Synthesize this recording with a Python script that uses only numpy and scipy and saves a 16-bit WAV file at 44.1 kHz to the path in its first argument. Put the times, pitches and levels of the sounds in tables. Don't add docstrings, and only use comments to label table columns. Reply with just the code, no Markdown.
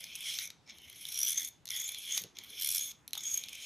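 import sys
import numpy as np
from scipy import signal
from scipy.io import wavfile

SR = 44100
rng = np.random.default_rng(int(sys.argv[2]) if len(sys.argv) > 2 else 0)


def pcm_store(signal):
    levels = np.round(np.clip(np.atleast_2d(signal), -1, 1) * 32767)
    wavfile.write(sys.argv[1], SR, levels.astype(np.int16).T)


def to_linear_factor(level_db):
    exponent = np.asarray(level_db, float) / 20
    return 10 ** exponent


N = 160965
TIME_S = np.arange(N) / SR


def rms_one(x):
    return x / np.sqrt(np.mean(x ** 2) + 1e-20)


def at_hz(points, hz):
    points = np.array(points)
    return np.interp(np.log(hz), np.log(points[:, 0]), points[:, 1])


def drift(rate_hz):
    step = 40
    r = np.exp(-2 * np.pi * rate_hz * step / SR)
    white = rng.standard_normal(N // step + 2002)
    slow = signal.lfilter([1], [1, -2 * r, r * r], white)[2000:]
    return np.interp(np.arange(N) / step, np.arange(len(slow)), rms_one(slow))


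def band(x, low_hz, high_hz):
    return signal.sosfilt(signal.butter(2, [low_hz, high_hz], "band", fs=SR, output="sos"), x + 1e-18)


def resonate(x, hz, width_hz):
    r = np.exp(-np.pi * width_hz / SR)
    poles = [1, -2 * r * np.cos(2 * np.pi * hz / SR), r * r]
    return signal.lfilter([1, 0, -1], poles, x + 1e-18) * np.sqrt(1 - r * r) / 2


def moving(x, hz, width_hz, count=1):
    turn = np.exp(2j * np.pi * np.cumsum(hz) / SR)
    r = np.exp(-np.pi * width_hz / SR)
    gain = 2 * np.sqrt(1 - r) if count == 1 else np.sqrt(8 * (1 - r) ** 3)
    slow = signal.lfilter([1], np.poly([r] * count), x / turn)
    return gain * (slow * turn).real


def marks(s, size):
    out = np.zeros(N)
    np.add.at(out, np.minimum((np.asarray(s) * SR).astype(int), N - 1), size)
    return out


# f/Hz, level/dB [dB per Hz]
HUM_SPECTRUM = [(30, -18), (60, -0.5), (130, 0.5), (470, -8.5), (900, -10.5), (1800, -14.5), (6500, -23),
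                (13000, -37.5)]
# f/Hz, correlation [-1 to 1]
COHERENCE = [(60, 0.6), (700, 0.71), (3000, 0.67)]


def hum():
    out = 0
    edges = 22 * 2 ** np.arange(0, 9.6, .5)
    white = rng.standard_normal((2, 2, N))
    for k, (low, high) in enumerate(zip(edges, edges[1:])):
        mid, side = band(white[k % 2], low, high)
        hz = np.sqrt(low * high)
        alike = np.clip(at_hz(COHERENCE, hz), -1, 1)
        stereo = np.sqrt(1 + alike) * mid + np.sqrt(1 - alike) * side * [[1], [-1]]
        out = out + to_linear_factor(at_hz(HUM_SPECTRUM, hz) + 2.34 * drift(6.7)) * stereo
    return to_linear_factor(-66.5) * rms_one(out)


def room(x):
    t60_s, level_db, wall_cut_hz = 0.26, -11.5, 7250
    t = np.arange(int(.5 * SR)) / SR
    white = rng.standard_normal(len(t))
    dull = signal.sosfilt(signal.butter(2, wall_cut_hz, fs=SR, output="sos"), white)
    tail = dull * to_linear_factor(-60 * t / t60_s) + (white - dull) * to_linear_factor(-60 * t / (t60_s * 0.5))
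    tail = tail * (t > .004)
    return to_linear_factor(level_db) * signal.fftconvolve(x, tail / np.sqrt(np.sum(tail ** 2)))[:N]


# t/s, peak level/dB
THUDS = [
    (2.208, -57),
    (2.241, -51),
    (2.391, -63),
]


def thuds():
    top_hz, level_db = 354, -5.5
    s, db = np.transpose(THUDS)
    t = np.arange(int(.08 * SR)) / SR
    shape = t / 0.0044 * np.exp(1 - t / 0.0068)
    puff = signal.fftconvolve(marks(s, to_linear_factor(db + level_db)), shape)[:N]
    return puff * rms_one(band(rng.standard_normal(N), top_hz / 4, top_hz * 1.05))


# t/s, level/dB
KNOCKS = [
    (2.175, -47.5),
    (3.15, -51),
    (3.17, -47.5),
]


def knocks():
    knock_hz, t60_s = 970, 0.029
    s, db = np.transpose(KNOCKS)
    t = np.arange(int(.05 * SR)) / SR
    burst = signal.fftconvolve(marks(s, to_linear_factor(db)), to_linear_factor(-60 * t / t60_s))[:N]
    return burst * rms_one(band(rng.standard_normal(N), knock_hz * 0.71, knock_hz * 1.24))


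# t/s, length/s, start f/Hz, end f/Hz, level/dB
SQUEAKS = [
    (1.846, 0.034, 6780, 7320, -37.5),
    (3.375, 0.039, 6630, 7060, -48),
]


def squeaks():
    out = 0
    for s, length, start_hz, end_hz, db in SQUEAKS:
        part = np.clip((TIME_S - s) / length, 0, 1)
        phase = 2 * np.pi * np.cumsum(start_hz + (end_hz - start_hz) * part) / SR
        out = out + to_linear_factor(db) * np.sin(np.pi * part) * np.sin(phase)
    return out


# t/s, peak level/dB, brightness level/dB
TICKS = [(0.0405, -27, 3), (0.1535, -27.5, 3), (0.387, -18, -6), (0.5024, -27.5, -8), (0.676, -45, -16),
         (0.696, -35, -16), (0.706, -37.5, -16), (0.7841, -40, 5), (1.0523, -27, 2), (1.1192, -35, 4),
         (1.655, -32, 5), (1.6705, -35, -1), (1.6767, -28.5, -5), (1.6881, -26.5, -3), (1.7044, -20.5, 0.5),
         (1.9457, -26, -3), (2.1767, -16, 3), (2.2372, -28.5, 1.5), (2.3545, -62, -33), (2.3686, -32, -14),
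         (2.386, -25, -3.5), (2.9143, -34.5, -6), (3.0778, -32, 6.5), (3.107, -43, 3), (3.132, -19.5, -0.5),
         (3.1523, -24, -1), (3.3747, -53, -3), (3.437, -25.5, -3), (3.4847, -30, -3)]
# f/Hz, width/Hz, level/dB
TICK_MODES = [(2245, 530, -13), (3200, 405, 0.5), (3510, 175, 0.5), (3970, 235, -0.5), (5400, 990, -4.5),
              (6400, 430, -2.5)]


def ticks():
    t60_s, rise_s, tick_db, crack_db = .009, .0003, -1.5, -2
    s, db, bright_db = np.transpose(TICKS)
    t = np.arange(int(.05 * SR)) / SR
    shape = (1 - np.exp(-t / rise_s)) * to_linear_factor(-60 * t / t60_s)

    def contact(level_db):
        return rng.standard_normal(N) * signal.fftconvolve(marks(s, to_linear_factor(level_db)), shape)[:N]

    low, high = contact(db + tick_db), contact(db + tick_db + bright_db)
    body = 0
    for k, (hz, width_hz, mode_db) in enumerate(TICK_MODES):
        body = body + (-1) ** k * to_linear_factor(mode_db / 2) * resonate(low, hz, 2 * width_hz)
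    return body + to_linear_factor(crack_db) * band(low, 2950, 5700) + band(high, 9540, 13000)


# t/s, extra level/dB
RIDGES_FIRST_RETURN = [(1.0117, -2), (1.0276, -2), (1.0692, -6), (1.0884, -2), (1.1029, -16), (1.1235, -2),
                       (1.1446, -6), (1.1568, -3.5), (1.1754, -3), (1.1906, 0.1), (1.2047, 0), (1.2155, -2),
                       (1.232, 2.5), (1.2502, -4), (1.263, -5), (1.2735, -2), (1.281, -3.5), (1.288, 0),
                       (1.2962, -2), (1.306, -3), (1.3194, 3), (1.3314, -1), (1.346, -2), (1.359, -7),
                       (1.3773, -2), (1.3826, 5.5), (1.397, -3), (1.408, -4), (1.4193, -3), (1.4307, -2),
                       (1.4487, -1), (1.476, -8), (1.488, -10)]
# t/s, extra level/dB
RIDGES_SECOND_RETURN = [(2.5994, 0.5), (2.613, 0.5), (2.6224, 4), (2.633, -1), (2.6467, 5), (2.6606, 0),
                        (2.6741, 3.5), (2.69, 6), (2.7052, 1.5), (2.7156, 0.5), (2.725, 1), (2.738, -1),
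                        (2.7486, 4.5), (2.7594, 0.5), (2.7693, 0), (2.7813, 4), (2.7951, 0.5), (2.809, -11),
                        (2.834, -8.5)]
# t/s, extra level/dB
RIDGES_PUSHES = [(.008, 2), (0.189, -10), (0.2073, -1), (0.3407, -4), (0.159, 6), (0.229, -15), (0.395, -8),
                 (0.4558, 3), (0.462, 2), (0.475, 14), (0.488, 1), (0.819, -6), (0.899, 4.5), (0.929, 0),
                 (1.716, -11), (1.775, -14), (1.7636, -11), (1.8024, -2), (1.8173, -6), (1.841, -4.5),
                 (1.879, 0), (1.891, 7), (1.92, 1), (1.986, -0.5), (2.123, -7), (2.438, 4), (2.446, 2),
                 (2.503, -5), (2.219, 3), (3.1782, 10), (3.208, 1), (3.2365, 0.5), (3.255, -5),
                 (3.314, -10), (3.343, -9), (3.376, 7), (3.46, -2), (3.493, 2), (3.531, 4), (3.553, -2)]


def ridge_pressure():
    ridge_db, spread_db, width_s = 11, .7, .0024
    s, extra_db = np.transpose(RIDGES_FIRST_RETURN + RIDGES_SECOND_RETURN + RIDGES_PUSHES)
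    t = np.arange(-300, 301) / SR
    strength = to_linear_factor(ridge_db + extra_db + spread_db * rng.standard_normal(len(s)))
    return signal.fftconvolve(marks(s, strength), np.exp(-(t / width_s) ** 2), "same")


# t/s, chuck f/Hz, handle f/Hz, chuck level/dB, handle level/dB, hiss level/dB
GRIP = [
    [(0.0, 3320, 2300, -0.5, -8.5, -9), (0.12, 3280, 2410, 2.5, -3, -13), (0.3, 3230, 2300, -3, -11.5, -2),
     (0.52, 3330, 2220, -12, -8.5, -16)],
    [(0.67, 3370, 2170, -12, -1, -24), (0.78, 3050, 2230, -1, -9, -26), (1.0, 3250, 2240, -3.5, -7, -16.5),
     (1.19, 3300, 2310, -1, -15, -17), (1.49, 3540, 2190, 1, -7.5, -16)],
    [(1.72, 3494, 2100, 2.5, -6.5, -29), (2.018, 3340, 2370, -2, -12, -11),
     (2.11, 3255, 2210, 5, -10.5, -7), (2.24, 3430, 2040, -10, -7, -16)],
    [(2.36, 3410, 2220, -3.5, -6.5, -30), (2.624, 3224, 2265, -0.5, -14, -15),
     (2.74, 3400, 2340, -4, -12, -8.5), (2.92, 3560, 2220, 2, -12, -29)],
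    [(3.14, 3515, 2250, 3, -11.5, -36), (3.542, 3164, 2380, -3.5, -4.5, -5.5)],
]
GRIP_POINTS = np.concatenate(GRIP)


def grip_at(column):
    return np.interp(TIME_S, GRIP_POINTS[:, 0], GRIP_POINTS[:, column])


# f/Hz, width/Hz, level/dB
BODY_MODES = [(3547, 210, -6.5), (4096, 280, -7), (5400, 540, -6.5), (6400, 430, -6.5)]


def body_modes(low):
    body = 0
    for k, (hz, width_hz, db) in enumerate(BODY_MODES):
        width_hz = min(width_hz, hz / 16)
        body = body + (-1) ** k * to_linear_factor(db + 2.5 * drift(23.7)) * resonate(low, hz, width_hz)
    chuck = moving(low, grip_at(1) + 50 * drift(16.0), 422, count=2)
    handle = moving(low, grip_at(2) + 50 * drift(15.0), 430, count=2)
    body = body - to_linear_factor(grip_at(3) + 1.5 * drift(21.0)) * chuck
    body = body + to_linear_factor(grip_at(4) + 1.5 * drift(21.0)) * handle
    return body + to_linear_factor(-20.5) * resonate(low, 1750, 480)


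# f/Hz, width/Hz, level/dB
SHEEN_MODES = [(9215, 770, -12), (10850, 1030, 3.5), (12320, 3000, -2), (13500, 270, -6.5),
               (14700, 660, -16)]


def sheen_modes(high, sing, nut_hz):
    sheen = 0
    for k, (hz, width_hz, db) in enumerate(SHEEN_MODES):
        sheen = sheen + (-1) ** k * to_linear_factor(db + 2.5 * drift(15.0)) * resonate(high, hz, width_hz)
    sheen = sheen + to_linear_factor(-6) * sing * resonate(high, 11230, 920)
    return sheen + to_linear_factor(-14) * moving(high, nut_hz, 590)


def rod_song(mid, sing, nut_hz):
    ring_hz, ring_t60_s, ring_db = 6550, 0.045, -30
    song = to_linear_factor(-0.23 + 3.0 * drift(24.0)) * moving(mid, nut_hz, 120)
    ring = resonate(mid * sing, ring_hz, np.log(1000) / np.pi / ring_t60_s)
    return sing * song + to_linear_factor(ring_db) * ring


# t/s, friction level/dB, rod singing level/dB, brightness level/dB
FIRST_STROKE = [
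    [(0, -52, -20, -2.5), (.09, -54.5, -40, -3.5), (.2, -52.5, -18, -1), (.29, -38, -16, -4),
     (.35, -43.5, -10.5, -3), (.44, -42.5, -6.5, -0.5), (.49, -69, -12, -8), (.53, -87, -12, 8)],
]
# t/s, friction level/dB, rod singing level/dB, brightness level/dB
MIDDLE_STROKES = [
    [(.665, -71, 11, -24), (.7, -51, -9, -26), (.74, -62.5, -42, -5), (0.97, -57, -14, 0.5),
     (1.11, -51, -10, 5.5), (1.125, -47, -1, 4), (1.27, -45, 1, 7), (1.38, -47, 2, 1),
     (1.488, -54, 2.5, 11)],
    [(1.7, -50, -20, 3), (1.76, -44.5, -1, 4.5), (1.85, -49, 4, 4), (1.92, -50, -13.5, -4),
     (2.02, -50.5, -26, 0), (2.1, -44.5, 1, -0.5), (2.19, -41, 0, 1), (2.25, -86, 4, 18)],
]
# t/s, friction level/dB, rod singing level/dB, brightness level/dB
LAST_STROKES = [
    [(2.352, -58, -24, -13), (2.45, -58, -30, -1.5), (2.56, -49, -27, -2), (2.63, -46, -12, 7),
     (2.75, -43, -12.5, 5), (2.81, -43.5, -1.5, 1.5), (2.87, -49.5, 4.5, 10), (2.92, -52.5, -3, 4)],
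    [(3.135, -55.5, -21, 7), (3.2, -53, -4, -3), (3.28, -51.5, 10, 2), (3.35, -54, 15, 4.5),
     (3.41, -52.5, -1, 3), (3.46, -57, -12, -5), (3.56, -53, -21, -1.5), (3.65, -49, 3, -1)],
]
# t/s, f/Hz
NUT_PATH = [(.23, 5200), (.3, 6200), (.62, 5980), (.66, 5380), (1.13, 5620), (1.25, 5890), (1.38, 6350),
            (1.46, 6590), (1.7, 6600), (2.3, 6400), (2.34, 5400), (2.76, 5710), (2.79, 6500), (2.85, 6550)]


def friction():
    rows = []
    for stroke in FIRST_STROKE + MIDDLE_STROKES + LAST_STROKES:
        silent_before = (stroke[0][0] - .012, -100, 0, -20)
        silent_after = (stroke[-1][0] + .004, -100, 0, 0)
        rows += [silent_before, *stroke, silent_after]
    rows = np.array(rows)
    level, sing, bright = (to_linear_factor(np.interp(TIME_S, rows[:, 0], rows[:, k])) for k in (1, 2, 3))
    nut_hz = np.interp(TIME_S, *np.transpose(NUT_PATH)) + 40 * drift(19.0)

    rub = rng.standard_normal((3, N)) * level * to_linear_factor(1.2 * drift(71.0))
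    ridge_share = to_linear_factor([[-11.5], [0], [-1.5]])
    low, high, mid = rub * (1 + ridge_pressure() * ridge_share)

    treble = to_linear_factor(-4.5) * sheen_modes(high, sing, nut_hz)
    treble = treble + to_linear_factor(-13.5) * band(high, 8500, 14000)
    treble = treble + to_linear_factor(grip_at(5) + 2.5) * band(high, 5300, 9680)
    return body_modes(low) + bright * treble + rod_song(mid, sing, nut_hz)


def scene():
    radiation = signal.butter(4, 1220, "high", fs=SR, output="sos")
    rod = signal.sosfilt(radiation, friction() + ticks())
    drill = rod + squeaks() + thuds() + knocks()
    return drill + room(drill) + hum()


def roll_off(x):
    return signal.sosfilt(signal.butter(12, 16270, fs=SR, output="sos"), x)


def record(dry):
    x = signal.sosfilt(signal.butter(2, 45, "high", fs=SR, output="sos"), dry)
    x = signal.sosfilt(signal.cheby2(14, 70, 15850 + 350, fs=SR, output="sos"), x)
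    return roll_off(x)


dry = scene()
out = record(dry)
pcm_store(out)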